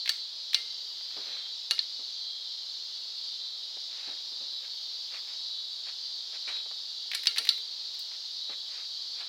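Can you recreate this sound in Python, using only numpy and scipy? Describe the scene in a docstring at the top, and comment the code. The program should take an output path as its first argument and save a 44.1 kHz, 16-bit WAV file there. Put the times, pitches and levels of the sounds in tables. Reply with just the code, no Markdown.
"""A quiet room, close to a ceiling fan whose pull-chain switch is worked a few times.
Chain beads tick through the ferrule; the ratchet slips, snaps and briefly rings the metal housing.
A hand bumps softly among light rustles and faint, breath-like swells of noise.
Behind them lie faint air, a thin electrical whine and a steady high hiss that swirls about
once a second: it sinks in pitch, whistles and goes dull for a moment."""
import sys
import numpy as np
from scipy import signal
from scipy.fft import rfft, irfft
from scipy.io import wavfile
from scipy.ndimage import uniform_filter1d

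SR = 44100
rng = np.random.default_rng(int(sys.argv[2]) if len(sys.argv) > 2 else 0)


def unload_wav(signal):
    """Save mono or channel-first audio to the path in sys.argv[1] as 16-bit WAV at rate SR, clipped to [-1, 1]."""
    wavfile.write(
        sys.argv[1],
        SR,
        np.round(np.clip(np.atleast_2d(signal).T, -1, 1) * 32767).astype(np.int16),
    )


N = 409248
TIME = np.arange(N) / SR
AGE = TIME[:SR // 2]  # seconds since a contact


def undb(db):
    """Decibels to gain."""
    return 10 ** (np.asarray(db) / 20)


def unit_rms(x):
    """Scale to rms 1."""
    return x / np.sqrt(np.mean(x ** 2))


def spectrum(colour, size):
    """Gain of a (Hz, dB) outline at each FFT bin."""
    hz, db = np.transpose(colour)
    bin_hz = np.fft.rfftfreq(size, 1 / SR)
    return undb(np.interp(np.log(bin_hz + 1), np.log(hz), db))


def noise(colour):
    """Steady coloured noise, rms 1."""
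    white = rfft(rng.standard_normal(N))
    return unit_rms(irfft(white * spectrum(colour, N), N))


def wander(rate_hz):
    """Smooth random curve, rms 1."""
    hold = int(SR / rate_hz)
    steps = np.repeat(rng.standard_normal(N // hold + 1), hold)
    return unit_rms(uniform_filter1d(steps, hold)[:N])


def streaks(bins, frames):
    """Random field, narrow in frequency and drawn out in time, rms 1."""
    field = rng.standard_normal((bins, frames))
    for _ in range(2):
        field = uniform_filter1d(field, size=2, axis=0)
        field = uniform_filter1d(field, size=6, axis=1)
    return unit_rms(field)


def swell(peak_s, sigma_s, time=TIME):
    """Gaussian rise and fall, peak 1."""
    return np.exp(-.5 * ((time - peak_s) / sigma_s) ** 2)


def add(track, start_s, sound):
    """Mix a sound into a track."""
    start = int(start_s * SR)
    track[start:start + len(sound)] += sound[:N - start]


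# Room air spectrum. Each row: frequency in Hz, relative level in dB.
AIR_SPECTRUM = [(25, -34), (80, -24.5), (150, -17), (250, -5), (420, 0.5), (950, 2.5), (1500, -0.5),
                (2300, 0.5), (4000, -16), (9000, -38)]


def room_air(level_db=-64.0, drift_db=.5):
    """Faint air noise whose level drifts slightly."""
    return noise(AIR_SPECTRUM) * undb(level_db + drift_db * wander(2.89))


# Spells of whine. Each row: start in seconds, end in seconds.
WHINE_SPANS = [(.78, 1.38), (4.52, 5.3)]


def electrical_whine(level_db=-73, pitch_hz=14000):
    """A thin electrical tone that switches on and off."""
    gate = sum(((TIME > start_s) & (TIME < end_s)).astype(float) for start_s, end_s in WHINE_SPANS)
    tone = np.sin(2 * np.pi * pitch_hz * TIME)
    return undb(level_db) * uniform_filter1d(gate, size=400) * tone


# Swirls of the hiss. Each row: time in seconds, whistle level in dB, its sigma in seconds,
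# its pitch in Hz, extra gain of its lowest tone in dB.
SWIRL_EVENTS = [(0.21, -38, 0.047, 4090, 0), (1.372, -39, 0.096, 3990, 7.5), (2.293, -40.5, 0.15, 4030, 9),
                (3.472, -44, 0.12, 3985, 7), (4.53, -39, 0.082, 3920, -3), (5.57, -38.5, 0.12, 3916, -7),
                (6.544, -36, 0.079, 3893, 1.5), (7.57, -36, 0.049, 3937, 2), (8.49, -39, 0.092, 3930, 0),
                (9.25, -42, 0.054, 4020, 0)]
# Tones of a whistle. Each row: ratio to the pitch, relative level in dB.
WHISTLE_TONES = [(.812, -15.5), (.904, -9), (1, 0.5), (1.093, -4), (1.182, -31), (1.285, -23), (1.379, -39),
                 (1.476, -19)]


def whistle(linewidth_hz=9, flutter_db=2, lead_s_per_octave=0.13):
    """At each swirl a ladder of thin, fluttering tones swells out of the hiss, highest first."""
    out = np.zeros(N)
    for rung, (ratio, tone_db) in enumerate(WHISTLE_TONES):
        phase_walk = uniform_filter1d(np.cumsum(rng.standard_normal(N)), size=200)
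        drift_rad = phase_walk * np.sqrt(2 * np.pi * linewidth_hz / SR)
        flutter = undb(tone_db + flutter_db * wander(60))
        for swirl_s, level_db, sigma_s, pitch_hz, lowest_db in SWIRL_EVENTS:
            peak_s = swirl_s - lead_s_per_octave * np.log2(ratio)
            span = slice(max(0, int((peak_s - 4 * sigma_s) * SR)), int((peak_s + 4 * sigma_s) * SR))
            tone = np.sin(2 * np.pi * ratio * pitch_hz * TIME[span] + drift_rad[span])
            gain = undb(level_db + lowest_db * (rung == 0))
            out[span] += gain * swell(peak_s, sigma_s, TIME[span]) * flutter[span] * tone
    return out


# Hiss spectrum. Each row: frequency in Hz, relative level in dB.
HISS_SPECTRUM = [(900, -47.5), (2200, -32.5), (2630, -24), (3000, -13.5), (3500, -5), (3900, 1), (4650, 1),
                 (5230, -6.5), (5670, -14), (6260, -18.5), (7300, -26), (8600, -37), (12000, -39.5),
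                 (15500, -40.5)]
# Dulling after a swirl. Each row: frequency in Hz, gain at the deepest point in dB.
DULLING_EQ = [(2800, -2), (3500, -0.5), (4100, -2), (4900, -2.5), (6100, -3), (7500, -0.5)]


def hiss(level_db=-39, streak_db=2.25, crest_db=1.5, crest_sigma_hz=320, sink_hz_per_s=4000):
    """Narrow high hiss, slowly brightening; at each swirl a crest slides down it, then it dulls."""
    hz, time, bands = signal.stft(noise(HISS_SPECTRUM), SR, nperseg=2048)
    hz = hz[:, None]
    octaves = np.log2(np.clip(hz, 2900, 6500) / 4200)
    tilt_db_per_octave = -1.16 + 0.24 * time
    gain_db = level_db + octaves * tilt_db_per_octave
    dull_db = np.interp(hz, *np.transpose(DULLING_EQ))
    for swirl_s, _, _, pitch_hz, _ in SWIRL_EVENTS:
        centre_hz = pitch_hz - sink_hz_per_s * (time - swirl_s)
        crest = np.exp(-.5 * ((hz - centre_hz) / crest_sigma_hz) ** 2)
        gain_db += crest_db * crest * swell(swirl_s - 0.13, sigma_s=0.061, time=time)
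        gain_db += dull_db * swell(swirl_s + .05, sigma_s=0.082, time=time)
    gain_db += streak_db * streaks(*bands.shape) * (hz < 7000)
    return signal.istft(bands * undb(gain_db))[1][:N]


# Rustles and breath-like swells. Each row: peak time in seconds, level in dB, sigma in seconds.
RUSTLE_SWELLS = [(1.3, -51.5, 0.12), (4.047, -53.5, 0.1), (4.66, -56.5, 0.032), (5.16, -48.5, 0.03),
                 (5.304, -57.5, 0.039), (5.886, -50, 0.022), (6.347, -52.5, 0.021), (6.49, -36.5, 0.01),
                 (6.53, -46.5, 0.044), (8.14, -53, 0.02), (8.52, -52.5, 0.02), (8.765, -52.5, 0.05),
                 (9.23, -52, 0.043)]
# Their spectrum. Each row: frequency in Hz, relative level in dB.
RUSTLE_SPECTRUM = [(100, -31), (250, -30), (500, -0.5), (1000, -0.5), (1800, 4), (2400, 6.5), (4000, 1),
                   (7000, -13), (10000, -23.5), (15000, -41)]


def rustles(grain_db=2.5, grain_hz=120):
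    """Soft rustles and faint, longer breath-like swells of noise."""
    envelope = sum(undb(db) * swell(peak_s, sigma_s) for peak_s, db, sigma_s in RUSTLE_SWELLS)
    return envelope * undb(grain_db * wander(grain_hz)) * noise(RUSTLE_SPECTRUM)


# Soft bumps: mostly the hand, plus low thumps under the snaps at 1.713 s and 7.392 s. Each row: start in
# seconds, gain in dB, decay time constant in seconds.
BUMPS = [(1.008, -38.5, 0.0034), (1.164, -46.5, 0.042), (1.265, -58.5, 0.085), (1.713, -45, .015),
         (1.99, -56.5, .04), (3.768, -48, 0.0097), (4.075, -46, 0.034), (4.314, -58, 0.034),
         (4.403, -55.5, 0.055), (6.476, -55.5, 0.047), (6.656, -46, 0.009), (6.709, -43.5, 0.0092),
         (7.392, -52, 0.036), (8.492, -45, 0.021)]
# Bump spectrum. Each row: frequency in Hz, relative level in dB.
BUMP_SPECTRUM = [(60, -49), (130, -13.5), (250, 1), (450, 5.5), (800, 3), (1500, -3.5), (3000, -6),
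                 (9000, -38)]


def bumps(attack_s=0.0017, bass_cycles=4):
    """Dull bumps that die quickly; the briefest have the least bass."""
    out, knock = np.zeros(N), noise(BUMP_SPECTRUM)
    for start_s, gain_db, decay_s in BUMPS:
        highpass = signal.butter(2, bass_cycles / decay_s, "high", fs=SR, output="sos")
        body = signal.sosfilt(highpass, knock[int(start_s * SR):][:len(AGE)])
        envelope = (1 - np.exp(-AGE / attack_s)) * np.exp(-AGE / decay_s)
        add(out, start_s, undb(gain_db) * envelope * body)
    return out


def low_thump(level_db=-52):
    """A very faint, brief low thump under one loud snap."""
    return undb(level_db) * swell(peak_s=7.272, sigma_s=0.00094)


def impact(colour, body_db, treble_db, size=1024):
    """Minimum-phase crack of one contact, shelved below and above its main resonance."""
    shelves = spectrum([(2000, body_db), (3600, 0.01), (4800, 0), (7500, treble_db)], size)
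    base = spectrum(colour, size)
    cepstrum = irfft(np.log(base * shelves))
    cepstrum[1:size // 2] *= 2
    cepstrum[size // 2 + 1:] = 0
    return irfft(np.exp(rfft(cepstrum))) / base.mean()


def room_response(scatter_db, scatter_s, tail_db, t60_s=0.35, onset_s=0.0017):
    """Direct sound, quick scatter from the glass shades and ceiling, then the room's tail."""
    scatter = undb(scatter_db) * np.exp(-AGE / scatter_s) * rng.standard_normal(len(AGE))
    tail = undb(tail_db - 60 * AGE / t60_s) * rng.standard_normal(len(AGE))
    response = (scatter + tail) * (1 - np.exp(-(AGE / onset_s) ** 2))
    response[0] = 1
    return response


# Bead ticks. Each row: start in seconds, gain in dB, treble shelf in dB.
BEAD_TICKS = [(0.0592, -17.5, -1), (0.077, -14.5, 1), (0.5328, -16, 4), (1.781, -22, -12), (7.1158, -15, 0),
              (7.135, -15, -3), (7.2352, -24, 13), (7.2578, -17.5, 10), (7.362, -17.5, 3),
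              (7.373, -13.5, -2), (7.4518, -21, 13.5), (7.4716, -16, 4), (7.579, -33.5, 15),
              (7.9437, -40, 16), (7.9924, -39, 28)]
# Tick spectrum. Each row: frequency in Hz, relative level in dB.
BEAD_SPECTRUM = [(150, -58), (700, -19.5), (1300, -18.5), (1900, -2.5), (2400, -2.5), (2800, -4.5),
                 (4200, -1.5), (6500, -23.5), (9000, -30), (15000, -29.5)]


def chain():
    """Beads catch on the ferrule as the chain is drawn out and let back."""
    out = np.zeros(N)
    for start_s, gain_db, treble_db in BEAD_TICKS:
        room = room_response(scatter_db=-14, scatter_s=.003, tail_db=-34)
        tick = impact(BEAD_SPECTRUM, body_db=0, treble_db=treble_db)
        add(out, start_s, undb(gain_db) * signal.fftconvolve(tick, room))
    return out


def ring(hz, level_db, t60_s):
    """One struck mode; it builds up over the first cycles."""
    attack = 1 - np.exp(-(hz * AGE) ** 2)
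    return attack * undb(level_db - 60 * AGE / t60_s) * np.sin(2 * np.pi * hz * AGE)


# Switch housing modes. Each row: frequency in Hz, relative level in dB, T60 in seconds.
HOUSING_MODES = [(448, -58, 0.55), (1365, -43, 0.17), (1810, -35, 0.063), (2110, -48, 0.45),
                 (2280, -38, 0.13), (2834, -32.5, 0.17), (2910, -30.5, 0.07), (3246, -46, 0.7),
                 (4510, -19, 0.1)]


def housing(struck_hz, boost_db=8, detune=0.0057, rattle=.7):
    """The metal housing rings; the strike point favours one mode and loose parts roughen each tone."""
    out = 0
    for hz, level_db, t60_s in HOUSING_MODES:
        wobble = unit_rms(uniform_filter1d(rng.standard_normal(len(AGE)), size=500))
        detuned_hz = hz * (1 + detune * rng.standard_normal())
        strike_db = boost_db * np.exp(-((hz - struck_hz) / 80) ** 2)
        tone = ring(detuned_hz, level_db + strike_db, t60_s)
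        out += tone * (1 + rattle * wobble) / np.hypot(1, rattle)
    return out


def chatter(crack, split_hz=6400, decay_s=.0012):
    """The metal faces skid briefly, spreading the top of the crack into a tiny rasp."""
    low = signal.sosfilt(signal.butter(4, split_hz, "low", fs=SR, output="sos"), crack)
    high = signal.sosfilt(signal.butter(4, split_hz, "high", fs=SR, output="sos"), crack)
    skid = rng.standard_normal(400) * np.exp(-AGE[:400] / decay_s)
    return low + np.convolve(high, skid / np.linalg.norm(skid))[:len(crack)]


# Pawl crack spectrum. Each row: frequency in Hz, relative level in dB.
CRACK_SPECTRUM = [(100, -91), (400, -36), (900, -23.5), (1400, -18.5), (1800, -9), (2050, -18.5),
                  (2800, -3.5), (3300, 1.5), (4100, 12), (5000, -3), (5800, -5), (6500, -17.5),
                  (10000, -21), (15000, -33)]


def pawl_contact(body_db, treble_db, pawl_hz, pawl_db, struck_hz):
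    """One contact cracks, rings the pawl for some milliseconds and shakes the housing."""
    room = room_response(scatter_db=-22, scatter_s=.005, tail_db=-39)
    crack = chatter(impact(CRACK_SPECTRUM, body_db, treble_db))
    crack = signal.fftconvolve(crack, room)[:len(AGE)]
    return crack + ring(pawl_hz, pawl_db, t60_s=0.026) + undb(0.45 * body_db) * housing(struck_hz)


# Ratchet snaps. Each row: snap time in seconds, gain in dB, body shelf in dB, treble shelf in dB,
# pawl pitch in Hz, pawl ring in dB, favoured housing frequency in Hz, slip lead in seconds,
# slip gain relative to the snap in dB.
RATCHET_SNAPS = [(0.0936, -8, 6, 11, 4370, -11, 1810, 0.0026, -15),
                 (.5459, -4, 2.5, 2.5, 3900, -19, 2110, .0012, -5.5),
                 (1.71, -7.5, 8.5, 8.5, 4060, -10, 2790, .0016, -15),
                 (1.7916, -11, -8, -10, 4220, -3.5, 1810, 0.0014, -14),
                 (7.1496, -14.5, 13, 17, 4260, -11, 2300, 0.00274, -8.5),
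                 (7.2707, -3.5, 4.5, 3.5, 5030, -8.5, 2380, 0.00105, -17),
                 (7.385, -11, 8, 12, 4300, -15, 440, .0023, 0),
                 (7.4908, -2, -4, 5, 4100, -16.5, 1810, .001, -20)]


def ratchet(slip_body_db=-2.5, highpass_hz=330):
    """The pawl slips off its tooth with a thinner click, then snaps home 1-3 ms later."""
    out = np.zeros(N)
    for snap_s, db, body_db, treble_db, pawl_hz, pawl_db, struck_hz, lead_s, slip_db in RATCHET_SNAPS:
        slip = pawl_contact(body_db + slip_body_db, treble_db, pawl_hz, pawl_db, struck_hz)
        snap = pawl_contact(body_db, treble_db, pawl_hz, pawl_db, struck_hz)
        add(out, snap_s - lead_s, undb(db + slip_db) * slip)
        add(out, snap_s, undb(db) * snap)
    # parts this small radiate hardly any bass
    return signal.sosfilt(signal.butter(2, highpass_hz, "high", fs=SR, output="sos"), out)


def scene():
    """Switch, chain, bumps and rustles against the hiss, in mono."""
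    foreground = ratchet() + chain() + low_thump() + bumps() + rustles()
    background = hiss() + room_air() + whistle() + electrical_whine()
    return (foreground + background)[None]


def record(dry):
    """Steep low-pass at 15.9 kHz."""
    return signal.sosfilt(signal.ellip(10, .2, 70, 15900, fs=SR, output="sos"), dry)


dry = scene()
out = record(dry)
unload_wav(out)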